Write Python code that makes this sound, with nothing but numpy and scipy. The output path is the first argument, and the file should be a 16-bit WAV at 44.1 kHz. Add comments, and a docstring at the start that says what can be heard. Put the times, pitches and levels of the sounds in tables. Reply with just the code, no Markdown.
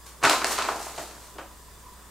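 """A metal spoon digs into a plastic bag of sugar in a small kitchen.
The stiff film buckles with dull pops and its creases snap. The crystals hiss and crunch in many
tiny slips as the spoon rubs along the bag, then settle; the bag pops twice more as the spoon leaves.
Under it are mains hum and the faint hiss and whistle of a gas burner under a pan."""
import sys
import numpy as np
from scipy import signal
from scipy.fft import rfft, irfft
from scipy.io import wavfile
from scipy.ndimage import uniform_filter1d

SR = 44100
rng = np.random.default_rng(int(sys.argv[2]) if len(sys.argv) > 2 else 0)


def pcm_store(signal):
    """Save signal as 16-bit PCM."""
    levels = np.round(np.clip(np.atleast_2d(signal), -1, 1) * 32767)
    wavfile.write(sys.argv[1], SR, levels.astype(np.int16).T)


N = 92610
TIME, FREQ = np.arange(N) / SR, np.fft.rfftfreq(2 * N, 1 / SR)

# how alike the background is in both ears (frequency [Hz], likeness [0-1])
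BACKGROUND_LIKENESS = [(30, 0.698), (300, 0.61), (1000, 0.914), (2500, 0.48), (6000, 0.55), (16000, 0.27)]


def amp(db):
    """Turns decibels into a gain."""
    return 10 ** (np.asarray(db) / 20)


def unit(x):
    """Scales a signal to an average power of 1."""
    return x / np.sqrt(np.mean(x ** 2) + 1e-20)


def read(points, hz=FREQ):
    """Reads between a table's points on a log-frequency axis."""
    f, value = np.transpose(points)
    return np.interp(np.log(hz + 1), np.log(f + 1), value)


def level(points):
    """Turns a decibel curve into a gain over time."""
    return amp(np.interp(TIME, *np.transpose(points)))


def add(mix, start_s, sound):
    """Mixes a sound in at its start time."""
    part = mix[max(round(start_s * SR), 0):][:len(sound)]
    part += sound[:len(part)]


def shape(x, gain):
    """Filters a signal with one gain per frequency."""
    return irfft(rfft(x, 2 * N) * gain)[..., :N]


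def click(spectrum, treble_hz=SR, bass_hz=1, panel_hz=1, size=2048):
    """A click of energy 1 with this tone colour, a broad peak at panel_hz, and bass and treble cuts."""
    hz = np.fft.rfftfreq(size, 1 / SR) + 1
    peak_db = 5.5 * np.exp(-(np.log2(hz / panel_hz) / 0.369) ** 2)
    cuts = np.sqrt((1 + (hz / treble_hz) ** 3.5) * (1 + (bass_hz / hz) ** 4))
    gain = amp(read(spectrum, hz) + peak_db) / cuts
    log_gain = np.log(np.r_[gain, gain[-2:0:-1]] + 1e-6)
    # minimum phase: the energy comes right at the start
    taps = np.fft.ifft(np.exp(np.conj(signal.hilbert(log_gain)))).real[:size // 2]
    return taps / np.linalg.norm(taps)


def stereo(x, likeness):
    """Blends two unrelated signals into left and right of the given likeness."""
    same = np.clip(read(likeness), 0, 1)
    mid = shape(x[0], np.sqrt((1 + same) / 2))
    side = shape(x[1], np.sqrt((1 - same) / 2))
    return np.array([mid + side, mid - side])


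def burst(envelope, passes=3):
    """Random crackle with the envelope's energy; each pass evens out its spectrum."""
    x = envelope * rng.standard_normal(SR)[:len(envelope)]
    for _ in range(passes):
        z = rfft(x)
        x = irfft(z / (abs(z) + 1e-12), len(x)) * (envelope / envelope.max()) ** .3
    return x * np.linalg.norm(envelope) / np.linalg.norm(x)


def kitchen(x, echo_db, gap_s=.005):
    """Adds the dense, quickly dying echoes from the walls of a small room."""
    # how long echoes last (frequency [Hz], time to fade by 60 dB [s])
    fade_times = [(100, 0.247), (400, .42), (1000, 0.289), (3000, 0.3406), (8000, 0.393), (16000, 0.412)]
    # how alike they are in both ears (frequency [Hz], likeness [0-1])
    likeness = [(100, 0.93), (500, 0.95), (1200, 0.9445), (2200, 0.849), (4000, 0.62), (8000, 0.214),
                (16000, 0.11)]
    decay = 1000. ** (-TIME / fade_times[1][1])
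    noise = rng.standard_normal((2, N))
    for _ in range(6):  # even out tone colour and loudness in turn
        z = rfft(noise * decay)
        noise = irfft(z / (abs(z) + 1e-12), N)
        noise /= np.sqrt(abs(uniform_filter1d(noise ** 2, size=600)) + 1e-30)
    hz, t, bands = signal.stft(noise, SR, nperseg=256)
    fades = 1000. ** (-t / np.maximum(read(fade_times, hz), .02)[:, None])
    tail = stereo(signal.istft(bands * fades, SR)[1][:, :N], likeness)
    delay = np.exp(-2j * np.pi * FREQ * gap_s)
    return x + amp(echo_db) * shape(x, delay * rfft(tail / np.linalg.norm(tail[0]), 2 * N))


def friction(spectrum, loudness, per_s, spread_db, jerk_hz=37.8, jerk_db=5):
    """Many tiny slips of uneven size, in clumps because the spoon moves in small jerks."""
    # how alike the slips are in both ears (frequency [Hz], likeness [0-1])
    likeness = [(100, 1), (1200, 0.983), (2500, 1), (5000, 0.832), (9000, 0.74), (16000, 0.57)]
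    jerks = unit(shape(rng.standard_normal(N), np.exp(-np.log2((FREQ + 1) / jerk_hz) ** 2)))
    sizes_db = spread_db * np.minimum(rng.exponential(1, (2, N)), 4) + jerk_db * np.tanh(jerks)
    sizes = amp(sizes_db) * rng.choice([-1, 1], (2, N))
    slips = unit(sizes * (rng.random((2, N)) < per_s / SR)) * level(loudness)
    tick = click(spectrum, bass_hz=229)  # grains and small slips give no bass
    return stereo(shape(slips, rfft(tick, 2 * N)), likeness)


def steady_hiss():
    """The burner and the room give a faint, even noise."""
    # tone colour of the hiss (frequency [Hz], relative level [dB])
    colour = [(20, 1.5), (45, 2.5), (90, -1.5), (170, -1), (300, -6.5), (450, -5), (720, -11), (1200, -6),
              (1500, -14.5), (1800, -8), (2200, -16.5), (5000, -16), (7500, -13.5), (11000, -16.5),
              (16000, -17.5)]
    noise = stereo(rng.standard_normal((2, N)), BACKGROUND_LIKENESS)
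    return amp(-50.5) * unit(shape(noise, amp(read(colour))))


def burner_whistles():
    """The gas burner whistles in narrow bands of noise."""
    # the whistles (pitch [Hz], width [Hz], level [dB])
    whistles = [(994.3, 76, -60.5), (1115, 23.8, -68.5), (3518.6, 89, -69.5), (4946, 37, -68.5),
                (7243, 75, -66.5), (8219, 155, -64)]
    # the lowest two waver near the end (time [s], level change [dB])
    swell = [(0, 0.5), (1.55, 0.5), (1.68, 2.5), (1.8, -3.5), (1.86, 8), (2.02, -1.5), (2.1, 3)]
    out = np.zeros((2, N))
    for k, (hz, width, db) in enumerate(whistles):
        noise = stereo(rng.standard_normal((2, N)), BACKGROUND_LIKENESS)
        band = shape(noise, 1 / (1 + (2 * (FREQ - hz) / width) ** 2))
        out += amp(db) * unit(band) * (level(swell) if k < 2 else 1)
    return out


def mains_hum(hz=60.55):
    """Mains power hums on one low tone."""
    return amp(-53.5) * unit(np.sin(2 * np.pi * hz * TIME))


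def sugar_slide():
    """Crystals slide along the spoon and the film, so many that they blur into a hiss."""
    # tone colour of a grain (frequency [Hz], relative level [dB])
    colour = [(100, -17.5), (600, 1), (1500, 0.5), (2500, -3), (4500, -0.5), (6800, 2), (9000, 0),
              (11000, -4), (13500, -6.5), (16000, -18)]
    # loudness of the sliding (time [s], relative level [dB])
    loudness = [(0, -60), (.05, -63.5), (0.068, -40.5), (.11, -58.5), (.16, -68), (.222, -53), (0.238, -26),
                (.29, -52.5), (0.304, -20.5), (.345, -41.5), (.39, -41.5), (.435, -45), (0.461, -33),
                (0.497, -30), (.515, -23.5), (.565, -48.5), (.68, -38), (.74, -44), (.83, -38.5),
                (0.939, -46.5), (1.0, -41.5), (1.15, -53.5), (1.23, -48), (1.36, -61), (1.6, -61),
                (2.1, -70)]
    return friction(colour, loudness, per_s=7000, spread_db=5.5)


def sugar_crunch():
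    """Crystals crunch between the spoon and the film."""
    # tone colour of a crunch (frequency [Hz], relative level [dB])
    colour = [(200, -52), (1200, -6), (2000, -1.5), (2600, -3), (3300, -5.5), (4200, 0.5), (5200, -5.5),
              (7000, -5.5), (16000, -45.5)]
    # loudness of the crunching (time [s], relative level [dB])
    loudness = [(0, -79.5), (.05, -61.5), (.075, -56.5), (.2, -83), (.225, -39), (.255, -26.5),
                (.30, -27.5), (.42, -40.5), (.455, -56), (.52, -43.5), (.575, -35), (.60, -32.5),
                (.65, -37), (.70, -41), (0.779, -53), (.95, -50.5), (.99, -42), (1.05, -64), (1.10, -44),
                (1.159, -76), (1.22, -56), (1.351, -78.5), (2.1, -67.5)]
    return friction(colour, loudness, per_s=850, spread_db=4)


def spoon_rub():
    """The spoon rubs along the wall of the bag in small, dull slips."""
    # tone colour of the wall (frequency [Hz], relative level [dB])
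    colour = [(50, -20), (200, -3.5), (380, -1), (600, -4), (800, -1.5), (1300, -0.5), (2000, -11),
              (4000, -25), (16000, -64)]
    # loudness of the rubbing (time [s], relative level [dB])
    loudness = [(0, -55.5), (.05, -77), (.08, -55.5), (0.198, -58.5), (0.248, -24.5), (.34, -34.5),
                (.40, -36), (0.459, -32), (.52, -32), (.57, -44.5), (.63, -30.5), (.72, -38.5),
                (.79, -43.5), (.86, -49), (.94, -48), (1.02, -45), (1.13, -51.5), (1.22, -55.5),
                (1.31, -61), (1.42, -42), (1.53, -66), (2.1, -57)]
    return friction(colour, loudness, per_s=750, spread_db=4.5)


def bag_pops(rise_s=0.0023):
    """One panel of film buckles at a time, with a dull pop that sets the bag ringing."""
    # the pops (time [s], relative level [dB], length [s], treble cut [Hz], bass cut [Hz], pitch [Hz])
    buckles = [(0.226, -21, 0.0079, 1900, 200, 515), (0.23, -21, 0.00324, 2200, 150, 497),
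               (.2362, -10.5, 0.00997, 2790, 142, 1384), (0.2504, -11.5, 0.0068, 3570, 150, 1430),
               (.263, -18, 0.0154, 2620, 200, 884), (0.298, -15.5, 0.0025, 1700, 200, 1000),
               (0.309, -15.5, 0.0074, 1720, 303, 1116), (0.33, -19, 0.0118, 1940, 305, 1134),
               (0.415, -21.5, 0.0072, 2200, 397, 1350), (0.4439, -20, 0.0054, 1520, 484, 710),
               (0.485, -35, 0.004, 1400, 406, 1080), (0.506, -25, 0.00817, 1500, 386, 1156),
               (0.53, -30, 0.0069, 1500, 400, 1183), (0.58, -23.5, 0.00436, 1870, 359, 1084),
               (0.5856, -16.5, 0.00507, 1820, 345, 1204), (0.593, -22.5, 0.00706, 2500, 199, 1320),
               (0.61, -26.5, 0.0065, 2150, 696, 1170), (0.648, -22.5, 0.0034, 1500, 750, 1130),
               (0.6846, -15.5, 0.00625, 1260, 467, 1057), (0.716, -22, 0.00318, 1200, 388, 816),
               (0.756, -28.5, 0.0085, 1210, 505, 830), (0.8, -27.5, 0.0047, 1180, 445, 813),
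               (0.864, -26.5, 0.005, 1200, 504, 825), (0.976, -28.5, 0.00344, 1014, 250, 730),
               (0.9811, -30.5, 0.0154, 1110, 163, 684), (1.353, -41, 0.0103, 450, 262, 362),
               (1.3838, -30.5, 0.0078, 1705, 130, 594), (1.393, -35.5, 0.00786, 1600, 140, 1250),
               (1.438, -53.5, 0.0026, 1400, 200, 1180)]
    # tone colour of a pop (frequency [Hz], relative level [dB])
    colour = [(40, -21.5), (120, 2.5), (200, -10.5), (300, -2), (520, -2.5), (700, 2), (1050, 0.5),
              (1400, 0), (1900, -2.5), (2600, -1), (3500, -7), (8000, -0.5), (16000, -20.5)]
    # ringing of the bag and nearby air (pitch [Hz], relative level [dB], time to fade by 60 dB [s])
    tones = [(317.7, 6.5, 0.59), (469.5, -2, 0.233), (669, 8.5, 0.164), (792, -10.5, 0.156),
             (919.7, 5, 0.18), (995.3, -10, 0.52), (1037, 1.5, 0.596), (1231, -4, 0.59), (1377, -4, 0.45),
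             (1337, 6, 0.31), (1463, -23, 0.33), (1476, -2, 0.474), (1712, 2, 0.335)]
    pops, t = np.zeros(N), np.arange(4096) / SR
    for start_s, db, length, treble_hz, bass_hz, panel_hz in buckles:
        envelope = np.minimum(t / rise_s, 1) * np.exp(-(t / length) ** 1.386 / 2)
        crumple = signal.fftconvolve(burst(envelope), click(colour, treble_hz, bass_hz, panel_hz))
        rounded = np.tanh(crumple * 0.65)  # softens the peaks
        add(pops, start_s, amp(db) * rounded * np.linalg.norm(envelope) / np.linalg.norm(rounded))
    ring = sum(amp(db) * 1000. ** (-TIME / fade_s) * np.cos(2 * np.pi * hz * TIME)
               for hz, db, fade_s in tones)
    return kitchen(pops, echo_db=0) + amp(-58) * shape(pops, rfft(ring, 2 * N))


def crease_snaps(slip_count=4, slip_s=.00035):
    """A crease gives way in a few sharp slips within some milliseconds."""
    # the snaps (time [s], relative level [dB], length [s], treble cut [Hz])
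    snaps = [(0.235, -24, 0.0029, 10000), (0.25, -17.5, .004, 4900), (0.2954, -16.5, 0.00453, 13300),
             (0.363, -40, 0.0033, 11000), (0.4441, -18.5, 0.00248, 9150), (0.519, -32.5, 0.0031, 11000),
             (0.521, -27.5, 0.00335, 7000), (0.5856, -26, 0.0044, 5200), (.622, -28, 0.00336, 6000),
             (0.9815, -37.5, 0.0046, 8100), (1.383, -40.5, 0.0023, 3300)]
    # tone colour of a snap (frequency [Hz], relative level [dB])
    colour = [(100, -13.5), (500, -1.5), (1200, 4.5), (3000, 5.5), (5000, 2), (8000, 4), (11000, -3),
              (16000, -11.5)]
    out, t = np.zeros(N), np.arange(1024) / SR
    for start_s, db, length, treble_hz in snaps:
        slip_times = (np.arange(slip_count) + .5 * rng.random(slip_count)) * length / slip_count
        envelope = sum((t >= at) * np.exp(-abs(t - at) / slip_s) for at in slip_times)
        crack = burst(envelope, passes=0) / np.linalg.norm(envelope) * np.sqrt(length * SR)
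        tick = click(colour, treble_hz, bass_hz=380)  # a crease is too small to make bass
        add(out, start_s, amp(db) * signal.fftconvolve(crack, tick))
    return kitchen(out, echo_db=0.5)


def scene():
    """The bag and the sugar over the quiet kitchen."""
    bag = amp(-4.5) * bag_pops() + crease_snaps()
    scoop = amp(-5) * kitchen(sugar_slide() + sugar_crunch() + spoon_rub(), echo_db=2.5)
    return bag + scoop + steady_hiss() + burner_whistles() + mains_hum()


def record(dry):
    """Cuts the highest treble, above 15780 Hz."""
    low_pass = signal.firwin(511, 15780, window=("kaiser", 9), fs=SR)
    return signal.oaconvolve(dry, low_pass[None], "same")


dry = scene()
out = record(dry)
pcm_store(out)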